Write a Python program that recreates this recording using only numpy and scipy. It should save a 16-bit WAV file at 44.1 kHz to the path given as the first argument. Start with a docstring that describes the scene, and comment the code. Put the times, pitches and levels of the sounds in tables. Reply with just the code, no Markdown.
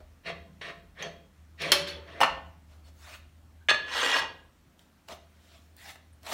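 """Freeing a tap on a drill press

A hand tap is spun out of an aluminium plate on the iron table of a drill press: three light rasps, a harder
one and a faint last one, with a clack of the chuck and a knock on the table. The plate then bumps and drags
along the table edge, and hands and sleeves rub. Rubbing is built from dense random slips and blows from short
noise bursts, both coloured by the bodies that ring. Chirps are brief noise bands. A small hard-walled shop
rings on briefly through random echoes, over filtered hiss and a low hum made of a wavering tone and noise."""
import sys
import numpy as np
from scipy import signal
from scipy.io import wavfile
from scipy.ndimage import uniform_filter1d

SR = 44100
rng = np.random.default_rng(int(sys.argv[2]) if len(sys.argv) > 2 else 0)


def dump(signal):
    """Clip the signal to [-1, 1] and save it as 16-bit WAV at the path in sys.argv[1]."""
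    limited = np.clip(np.atleast_2d(signal).T, -1, 1)
    pcm = np.round(limited * 32767).astype(np.int16)
    wavfile.write(sys.argv[1], SR, pcm)


N = 279278  # length in samples

# Strokes: the tap rasping in its thread, the chuck rattling on after its clack, the plate dragged along the
# table edge, hands and sleeves rubbing. Each row: start in seconds, rise in seconds, hold in seconds, fall in
# seconds, level in dB before colouring, drift over the hold in dB, brightness in dB per octave at full level,
# low-end weight at the start in dB.
TAP_RASPS = [(.235, 0.035, 0.032, 0.06, -35.5, -0.5, -2, -15.5),
             (.609, 0.0061, 0.088, 0.096, -40, -2, -1.5, -14.5), (.95, 0.069, .05, .1, -39, -5, -1, -3.5),
             (1.575, .047, .093, .004, -31.5, -8.5, 1.5, -10.5),
             (2.03, 0.06, 0.14, 0.0034, -51, 0, -1.5, -1)]
CHUCK_RATTLE = [(1.746, .004, 0.057, 0.17, -37.5, -5.5, -3, -4),
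                (1.865, 0.015, 0.018, 0.16, -38, -4, -2.5, -4)]
PLATE_DRAG = [(3.83, 0.14, 0.22, 0.068, -27.5, -1.3, -0.24, -5.5)]
HAND_RUBS = [(0.0, .004, .01, 0.16, -64.5, -5.5, -3.5, 13.5), (2.66, 0.049, 0.025, .12, -64.5, 2, -2.5, -1),
             (2.83, 0.029, 0.029, .04, -64, 3.5, -1, -5), (2.93, 0.14, 0.079, 0.055, -50.5, 4, -2, -9),
             (4.772, 0.027, 0.0092, 0.098, -65.5, -0.5, -0.5, -4),
             (5.07, 0.017, 0.036, 0.044, -52, 10.5, -3, 2.5), (5.2, 0.29, 0.062, 0.23, -62.5, 3, -1.5, -7),
             (5.76, 0.022, 0.12, 0.063, -56.5, 9.5, 0, -7), (6.21, 0.034, .028, .004, -56, 13.5, -1, 2.5),
             (6.262, 0.0055, 0.039, 0.0036, -41.5, 2, -2, -8.5),
             (6.29, 0.044, 0.0035, .004, -27, 0, -3.5, -6)]

# How strokes of each kind start and end. Each holds: start level in dB against the full level, change over the
# fall in dB, low-end weight aimed for in dB, share of the way there that is covered, brightness in dB per
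# octave lost for each dB of quiet (a negative value brightens).
RASP_WAY = (-31.5, -42.5, 9, 1.11, 0.0683)
RATTLE_WAY = (-9, -27.5, 2, 0.7, 0.48)
DRAG_WAY = (-32, -20, 7, 0.78, 0.2025)
RUB_WAY = (-33.5, -32, 0.1, 0.52, -0.2322)

# Blows: the tap catching, the chuck clacking, the plate knocking on the table, the plate bumping the table
# edge, fingers meeting the plate. Each row: start in seconds, starting level in dB before colouring,
# brightness in dB per octave, low-end weight in dB, time for the chatter to fall by 60 dB in seconds.
TAP_CATCHES = [(.613, -38, -6.5, -9.5, 0.09), (1.0245, -27, 4.5, -27, 0.014),
               (1.619, -25.5, 6.5, -3, 0.015)]
CHUCK_CLACKS = [(1.7185, -12, 2.5, 0, 0.041), (1.7235, -15.5, -4, -6, 0.11), (1.76, -30, -6, 2, 0.094)]
TABLE_KNOCKS = [(2.2045, -22.5, 2, 9.5, 0.033), (2.212, -17.5, 0, 0, 0.1), (2.232, -16, -4.5, -12, 0.095)]
PLATE_BUMPS = [(3.686, -13, -4, -6, 0.099), (3.694, -13.5, 1.5, 4, 0.026), (3.702, -13.5, 3, -0.5, 0.036),
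               (3.711, -22.5, -8, 11, 0.027), (3.744, -24, 2, 14, 0.022)]
FINGER_SNAPS = [(4.793, -48, -0.5, -20, 0.012), (5.0853, -42, 1, -8, 0.031), (5.7662, -56, 8, -1.0, 0.015),
                (5.9559, -43, -4.5, -9, 0.036), (6.2313, -47.5, 2, -13, 0.014),
                (6.264, -45, -8, -6, 0.0087)]

# What rings: the rig around the tap, the chuck, the table, the plate when struck, the plate pressed on the
# iron, the skin. Each holds two lists. Rows of the broad response: frequency in Hz, relative level in dB.
# Rows of the modes that stand out: frequency in Hz, width in Hz (32 at the least is used), level in dB
# before the shift given in the call.
RIG_BODY = ([(60, -52.5), (110, -28), (160, -4), (230, -18), (330, -4.5), (600, -0.5), (870, -13),
             (1100, -2.5), (1400, -9.5), (1800, 0), (2500, -4.5), (4300, -11.5), (5000, -17), (6500, -25),
             (7500, -30), (9000, -28.5), (13000, -41.5), (16000, -45.5)], [(156, 27, -7.5), (676, 27, 4.5),
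             (1830, 29, -0.5), (1860, 110, -5.5), (2416, 23, -3), (2750, 120, -10), (3200, 19, -4.5),
             (3276, 15, -2.5), (3820, 17, -5.5), (4426, 200, -18.5), (5450, 89, -14.5), (5770, 160, -21),
             (6300, 54, -24), (8800, 48, -24)])
CHUCK_BODY = ([(180, -28.5), (300, -6), (574, -4.5), (750, -16.5), (1120, -9.5), (2170, -4.5), (3080, -5),
               (4500, -3.5), (6000, -10), (7800, -19), (11000, -17), (12300, -29.5), (13600, -15.5),
               (15000, -23.5), (16000, -35)], [(374, 39, 0), (870, 23, -8), (2300, 74, -2),
               (2630, 28, -1.5), (3200, 62, 5.5), (2956, 36, -8), (3960, 33, -1.5), (4240, 23, 1),
               (4360, 85, -8.5), (5170, 91, -4), (5760, 35, -12.5), (5950, 36, -6.5), (8700, 46, -12.5),
               (9820, 80, 2.5), (11050, 69, -1), (11500, 29, -21.5), (12040, 42, -17.5), (14800, 35, -24)])
TABLE_BODY = ([(59, -62), (100, -24.5), (277, -13), (502, -12.5), (662, 0.5), (1010, -4.5), (1170, -5),
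               (1830, -16), (1950, -11.5), (2860, -8.5), (3400, -14.5), (14400, -36.5), (16000, -30)],
               [(270.3, 24.2, -2), (670, 47, -6.5), (930, 61, 2), (1235, 36, -7.5), (1515, 36, -1.5),
               (1600, 15, 2.5), (1793, 28, 6.5), (2390, 22, -6.5), (2840, 140, -2), (3520, 22, -13),
               (3800, 36, -24), (4220, 36, -9), (5290, 200, -17.5), (6130, 79, -15.5), (7060, 51, -33.5),
               (8700, 41, -24), (9750, 230, -30.5), (10900, 73, -16.5)])
PLATE_BODY = (([(60, -60), (100, -27), (490, -15), (630, -12), (1390, -9), (1830, -3), (3200, -6),
               (4400, -10), (4900, -20), (8300, -27), (16000, -55)], [(620, 60, -11), (1200, 55, -5),
               (1660, 45, 1), (1770, 35, -3), (1860, 40, 0), (2480, 70, -6), (2780, 50, -3), (3445, 45, 0),
               (3530, 40, -5), (4274, 55, -4), (4410, 50, -5), (5240, 60, -17), (6300, 65, -14),
               (8480, 70, -22)]))
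PRESSED_PLATE_BODY = ([(59, -41), (100, -16), (114, -70.5), (266, -12.5), (415, -15), (481, -1.5),
                       (535, -9), (930, -6.5), (1520, -3.5), (2630, -9.5), (2860, -2), (4870, -13.5),
                       (5300, -14), (13500, -34.5), (16000, -36.5)], [(1012, 177, -3), (1537, 42, -7),
                       (1637, 65, 4), (1914, 69, 4.5), (2486, 54, 2), (2810, 49, 4.5), (3320, 72, 2),
                       (4494, 71, -3), (5130, 24, -31.5), (5280, 45, -4), (6240, 200, -11.5),
                       (7180, 24, -13), (7090, 33, -29.5), (8200, 28, -15), (8520, 80, -14),
                       (9400, 110, -33)])
SKIN_BODY = ([(120, -43.5), (200, -12), (387, -8), (659, -9.5), (1300, -5.5), (2960, -7.5), (3490, -6.5),
              (10500, -17.5), (15100, -22), (16000, -13.5)], [(660, 120, -2.6)])

# Long rings of the chuck, the iron table and the plate. Each row: frequency in Hz, level in dB against the
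# level of the peal, time to fall by 60 dB in seconds.
CHUCK_RING = [(377.5, -3, .4), (574, -3.5, 0.63), (822, -2.5, 0.14), (2940, -2, 0.18), (3100, -2, 0.25),
              (3445, -8, 0.45), (4274, -5.5, 0.25), (9000, -9.5, 0.22), (10710, -4.5, .24)]
IRON_RING = [(533.3, -4.5, 0.24), (663, 0, 0.35), (904, -12, 0.18), (1195, -4, 0.28), (1470, -10, 0.36),
             (1808, -5, 0.35), (1860, -9, 0.35), (2800, -8.5, 0.33), (2966, -4, .2)]
PLATE_RING = [(1265, -13, .3), (1707, 13, .45), (1804, -8.5, 0.28), (1880, -7, 0.11), (3058, 4, 0.33),
              (3590, -12.5, .35), (3526, -7, 0.35), (4380, -16.5, .2), (4240, -12.5, 0.36)]

# Faint, brief chirps and hollow notes. Each row: start in seconds, level in dB before fading in and out,
# pitch in Hz, width in Hz of each of two filters in a row, length in seconds.
CHIRPS = [(0.47, -69.5, 1044, 59.6, 0.053), (1.024, -41, 6150, 500, 0.018), (1.884, -42, 4400, 200, 0.033),
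          (2.836, -71, 4420, 99, 0.084), (3.608, -67, 1580, 122.2, 0.049), (5.093, -55, 715, 70.2, 0.098),
          (1.92, -50, 3430, 79, 0.064), (1.952, -63, 920, 121, 0.078), (5.787, -58, 1854, 400, 0.12),
          (5.841, -56, 800, 295, 0.093), (5.882, -52, 1960, 504, 0.046), (6.267, -44.5, 770, 302, 0.062),
          (6.128, -66, 9080, 1487, 0.017)]

# How fast the shop dies away. Each row: frequency in Hz, time to fall by 60 dB in seconds.
SHOP_DECAY = [(200, 0.74), (530, 0.55), (1390, 0.43), (3680, 0.42), (9700, 0.23), (15000, 0.19)]

# Slow level of the low sounds. Each row: time in seconds, hum in dB before its waver, deep rumble in dB.
HUM_LEVELS = [(0.0, -57, -55), (.2, -60, -68), (.42, -56, -67), (.9, -63, -61), (1.27, -63, -68),
              (1.401, -56, -70.5), (2.15, -51, -71), (2.33, -56, -51), (2.46, -52, -66.5), (4.27, -59, -67),
              (4.55, -67.5, -68.5), (5.04, -74, -83.5), (5.13, -58.5, -64), (5.3, -62, -84),
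              (5.801, -58, -81.5), (6.01, -63.5, -80), (6.2, -55, -75), (6.33, -61, -72)]

# The column of the press drones when the work jolts it. Each row: time in seconds, starting level in dB
# before the rise.
JOLTS = [(.25, -49), (.45, -54), (.63, -56.5), (1.0, -49.5), (1.6, -52.5), (1.76, -48), (2.209, -54.5),
         (2.419, -62), (3.7, -59), (4.179, -60), (5.09, -68), (6.3, -72)]

# Colour of the room and microphone hiss. Each row: frequency in Hz, relative level in dB.
AIR_COLOUR = [(15, -37), (25, -14.5), (70, -3), (186, -11), (231, -4.5), (456, -20), (536, -17), (974, -19),
              (1310, -19), (4220, -28), (4960, -28), (5680, -29.5), (13500, -35.5), (15100, -32.5),
              (16400, -42)]

# Notches of the microphone housing. Each row: frequency in Hz, width in Hz, gain in dB.
MICROPHONE_DIPS = [(4820, 220, -4.5), (10700, 800, -3.5)]

SHOP_DB = -8.5  # level of the echoes against the direct sound
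AIR_DB = -67.5  # level of the part of the hiss above 300 Hz
HUM_HZ, HUM_WANDER_HZ = 77.6, 1.5
HUM_FUZZ_DB, HUM_WAVER_DB = -7, 1
JOLT_RISE_S, JOLT_T60_S, DRONE_REST_DB = 0.019, .9, -76.5
TOP_EDGE_HZ = 15900


def tap():
    """The tap slips in its thread and catches, and the rig around it colours both."""
    rasps = strokes(TAP_RASPS, RASP_WAY, spread_db=1.0, clump_db=-0.14, patchy_db=3.0)
    return ring(rasps + blows(TAP_CATCHES), RIG_BODY, modes_db=2.5)


def chuck():
    """The chuck clacks, rattles on and rings out in clear tones."""
    rattle = strokes(CHUCK_RATTLE, RATTLE_WAY, spread_db=2.0, clump_db=0.0, patchy_db=3.5)
    clatter = ring(rattle + blows(CHUCK_CLACKS), CHUCK_BODY, modes_db=-3.0)
    return clatter + peal(CHUCK_CLACKS[0][0], -28.5, CHUCK_RING)


def table():
    """The plate knocks on the iron table, which rings out."""
    knocks = ring(blows(TABLE_KNOCKS), TABLE_BODY, modes_db=-4.0)
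    return knocks + peal(TABLE_KNOCKS[0][0], -26, IRON_RING)


def plate():
    """The plate bumps the table edge and its slowest modes ring out."""
    bumps = ring(blows(PLATE_BUMPS), PLATE_BODY, modes_db=8.0)
    return bumps + peal(PLATE_BUMPS[1][0], -33.5, PLATE_RING)


def drag():
    """The plate slips along the table edge; pressed on the iron it rings otherwise than when struck."""
    slips = strokes(PLATE_DRAG, DRAG_WAY, spread_db=2.5, clump_db=2.0, patchy_db=3.5)
    return ring(slips, PRESSED_PLATE_BODY, modes_db=-1.0)


def hands():
    """Hands and sleeves rub in many small slips, and fingers meet the plate."""
    rubs = strokes(HAND_RUBS, RUB_WAY, spread_db=2.5, clump_db=0.5, patchy_db=4.0)
    return ring(rubs + blows(FINGER_SNAPS), SKIN_BODY, modes_db=5)


def chirps():
    """Each chirp is one narrow band of noise that swells quickly and fades more slowly."""
    out = np.zeros(N)
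    for start, level_db, hz, width, length in CHIRPS:
        progress = np.arange(round(length * SR)) / (length * SR)
        tone = resonate(rng.standard_normal(8000), hz, width)[-len(progress):]  # the filter has settled
        add(out, start, amp(level_db) * tone * np.sin(np.pi * np.sqrt(progress)))
    return out


def shop(x):
    """Hard walls return sparse echoes of random sign, each band dying at its own speed."""
    echoes = np.zeros(SR)
    at = np.arange(300, SR - 20, 20)
    at = at + rng.integers(0, 20, len(at))
    echoes[at] = rng.choice([-1., 1.], len(at))
    hz, t, bands = signal.stft(echoes, SR, nperseg=256)
    decay = amp(-60 * t / read(SHOP_DECAY, hz)[:, None])
    tail = signal.istft(bands * decay, SR, nperseg=256)[1]
    return amp(SHOP_DB) * signal.fftconvolve(x, tail / np.linalg.norm(tail))[:N]


def hum():
    """A low, fuzzy tone wanders in pitch and level, with noise rumbling below and a noise-band drone above."""
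    t = np.arange(N) / SR
    wander, waver, fuzz, deep, drone = rng.standard_normal((5, N))
    hz = HUM_HZ + HUM_WANDER_HZ * evened(smoothed_twice(wander, 3000))
    pure = np.sqrt(2) * np.sin(2 * np.pi * np.cumsum(hz) / SR)
    tone = evened(pure + amp(HUM_FUZZ_DB) * resonate(fuzz, HUM_HZ, 20))
    waver_db = HUM_WAVER_DB * evened(smoothed_twice(waver, 2500))

    s, hum_db, deep_db = np.transpose(HUM_LEVELS)
    rumble = amp(np.interp(t, s, deep_db)) * resonate(deep, 48, 36)
    shaken = amp(DRONE_REST_DB)
    for at, db in JOLTS:
        decay = amp(db - 60 * (t - at).clip(0) / JOLT_T60_S)
        shaken = shaken + decay * np.clip((t - at) / JOLT_RISE_S, 0, 1)
    return amp(np.interp(t, s, hum_db) + waver_db) * tone + rumble + shaken * resonate(drone, 168, 40)


def air():
    """Steady hiss of room and microphone: coloured noise, slightly patchy in time and pitch."""
    frames, hz = N // 256 + 5, np.fft.rfftfreq(1024, 1 / SR)
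    real, imaginary, patches = rng.standard_normal((frames, 513, 3)).T
    patches = uniform_filter1d(patches, size=12, axis=0)
    patches = evened(uniform_filter1d(patches, size=14, axis=1))
    bands = (real + 1j * imaginary) * amp(read(AIR_COLOUR, hz)[:, None] + 1.2 * patches)
    hiss = signal.istft(bands, nperseg=1024, noverlap=768)[1][:N]
    above = signal.sosfilt(signal.butter(4, 300, "high", fs=SR, output="sos"), hiss)
    return amp(AIR_DB) * hiss / above.std()


def strokes(rows, way, spread_db, clump_db, patchy_db):
    """Rubbing is dense slips of uneven size, whose strength can vary in clumps of a few milliseconds."""
    out = np.zeros(N)
    for row in rows:
        s, level_db, slope_db, weight_db = course(row, way)
        t = s[0] + np.arange(SR) / SR
        sign, size, clump = rng.standard_normal((3, len(t)))
        clump = evened(uniform_filter1d(clump, size=150))
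        slips = evened(sign * amp(spread_db * size + clump_db * clump))
        end_fade = np.clip((s[-1] - t) / .002, 0, 1)
        level = amp(np.interp(t, s, level_db)) * end_fade
        add(out, s[0], tilted(slips, t, s, slope_db, weight_db, patchy_db) * level)
    return out


def course(row, way):
    """A stroke rises, holds while its level drifts, and falls; its brightness and low end change as it goes."""
    start, rise, hold, fall, level_db, drift_db, slope_db, weight_db = row
    start_db, fall_db, end_weight_db, share, dulling = way
    u = np.linspace(0, 1, num=6)
    s = np.concatenate([rise * u, rise + hold + fall * u])
    quiet_db = np.concatenate([start_db * (1 - u) ** 1.5, fall_db * u])
    drifted_db = drift_db * np.clip((s - rise) / max(hold, .001), 0, 1)
    slope_db = slope_db + dulling * quiet_db
    weight_db = weight_db + share * (end_weight_db - weight_db) * s / s[-1]
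    return start + s, level_db + quiet_db + drifted_db, slope_db, weight_db


def blows(events):
    """Each contact is a sudden burst of chatter, random in sign, that dies fast."""
    out, t = np.zeros(N), np.arange(6000) / SR
    for start, level_db, slope_db, weight_db, t60 in events:
        signs = rng.choice([-1., 1.], len(t))
        chatter = tilted(signs, t, [0], [slope_db], [weight_db], patchy_db=-2.63)
        decay = amp(level_db - 60 * t / max(t60, .002))
        add(out, start, chatter * decay * np.minimum(t / 0.0006, 1))
    return out


def peal(start, blow_db, modes):
    """The slowest modes, set going at once by a hard blow, ring out as clear decaying tones."""
    out, t = np.zeros(N), np.arange(SR // 2) / SR
    tones = 0
    for hz, db, t60 in modes:
        tones = tones + amp(db - 60 * t / t60) * np.sin(2 * np.pi * (hz * t + rng.random()))
    add(out, start, amp(blow_db) * tones * np.minimum(t / 0.0089, 1))
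    return out


def ring(x, body, modes_db):
    """A body colours what excites it: a broad spectrum plus narrow modes, answering without delay."""
    broad, modes = body
    hz = abs(np.fft.fftfreq(16384, 1 / SR))
    power = amp(read(broad, hz)) ** 2
    for f, width, db in modes:
        power = power + amp(db + modes_db) ** 2 / (1 + (2 * (hz - f) / max(width, 32)) ** 4)
    log_gain = np.log(power + 1e-10) / 2
    phase = -signal.hilbert(log_gain).imag  # puts the energy as early as it can be
    taps = np.fft.ifft(np.exp(log_gain + 1j * phase)).real[:8192]
    return signal.oaconvolve(x, taps / np.linalg.norm(taps))[:N]


def tilted(x, t, s, slope_db, weight_db, patchy_db):
    """A contact's treble tilts about 2.5 kHz, its low end is weighted, and random bands come and go."""
    hz, frames, bands = signal.stft(x, SR, nperseg=128)
    octaves = np.log2(np.clip(hz, 1000, None) / 2500)[:, None]
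    low = 1 / (1 + (hz[:, None] / 1200) ** 4)
    frames = frames + t[0]
    patches = rng.standard_normal(bands.shape[::-1])
    patches = evened(uniform_filter1d(patches, size=16, axis=0)).T  # smooth in time
    slope = octaves * np.interp(frames, s, slope_db)
    weight = low * np.interp(frames, s, weight_db)
    bands = bands * amp(slope + weight + patchy_db * patches)
    return signal.istft(bands, SR, nperseg=128)[1][:len(x)]


def resonate(x, hz, width):
    """Two equal resonances in a row leave a band around hz, steep on both sides."""
    b, a = signal.iirpeak(hz, hz / width, SR)
    once = signal.lfilter(b, a, x)
    return evened(signal.lfilter(b, a, once))


def smoothed_twice(x, size):
    """Two running averages turn noise into a slow wander."""
    return uniform_filter1d(uniform_filter1d(x, size=size), size=size)


def amp(db):
    """Turns decibels into gain."""
    return 10 ** (np.asarray(db) / 20)


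def evened(x):
    """Scales to an average strength (rms) of 1."""
    return x / np.sqrt(np.mean(x ** 2) + 1e-20)


def read(points, hz):
    """Reads a table between its rows on a log-frequency axis."""
    f, value = np.transpose(points)
    return np.interp(np.log(hz + 1), np.log(f + 1), value)


def add(mix, start, sound):
    """Mixes a sound in at start seconds."""
    part = mix[round(start * SR):][:len(sound)]
    part += sound[:len(part)]


def scene():
    """Everything near the press sounds in the shop, over its air and hum."""
    near = tap() + chuck() + table() + plate() + drag() + hands() + chirps()
    return (near + shop(near) + hum() + air())[None]


def record(dry):
    """The microphone drops the deepest bass and has two notches; the top of the treble is then cut off."""
    out = signal.sosfilt(signal.butter(4, 36, "high", fs=SR, output="sos"), dry)
    for hz, width, db in MICROPHONE_DIPS:
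        b, a = signal.iirpeak(hz, hz / width, SR)
        out = out - (1 - amp(db)) * signal.lfilter(b, a, out)
    low_pass = signal.firwin(511, TOP_EDGE_HZ, window=("kaiser", 9), fs=SR)
    return signal.oaconvolve(out, low_pass[None], "same")


dry = scene()
out = record(dry)
dump(out)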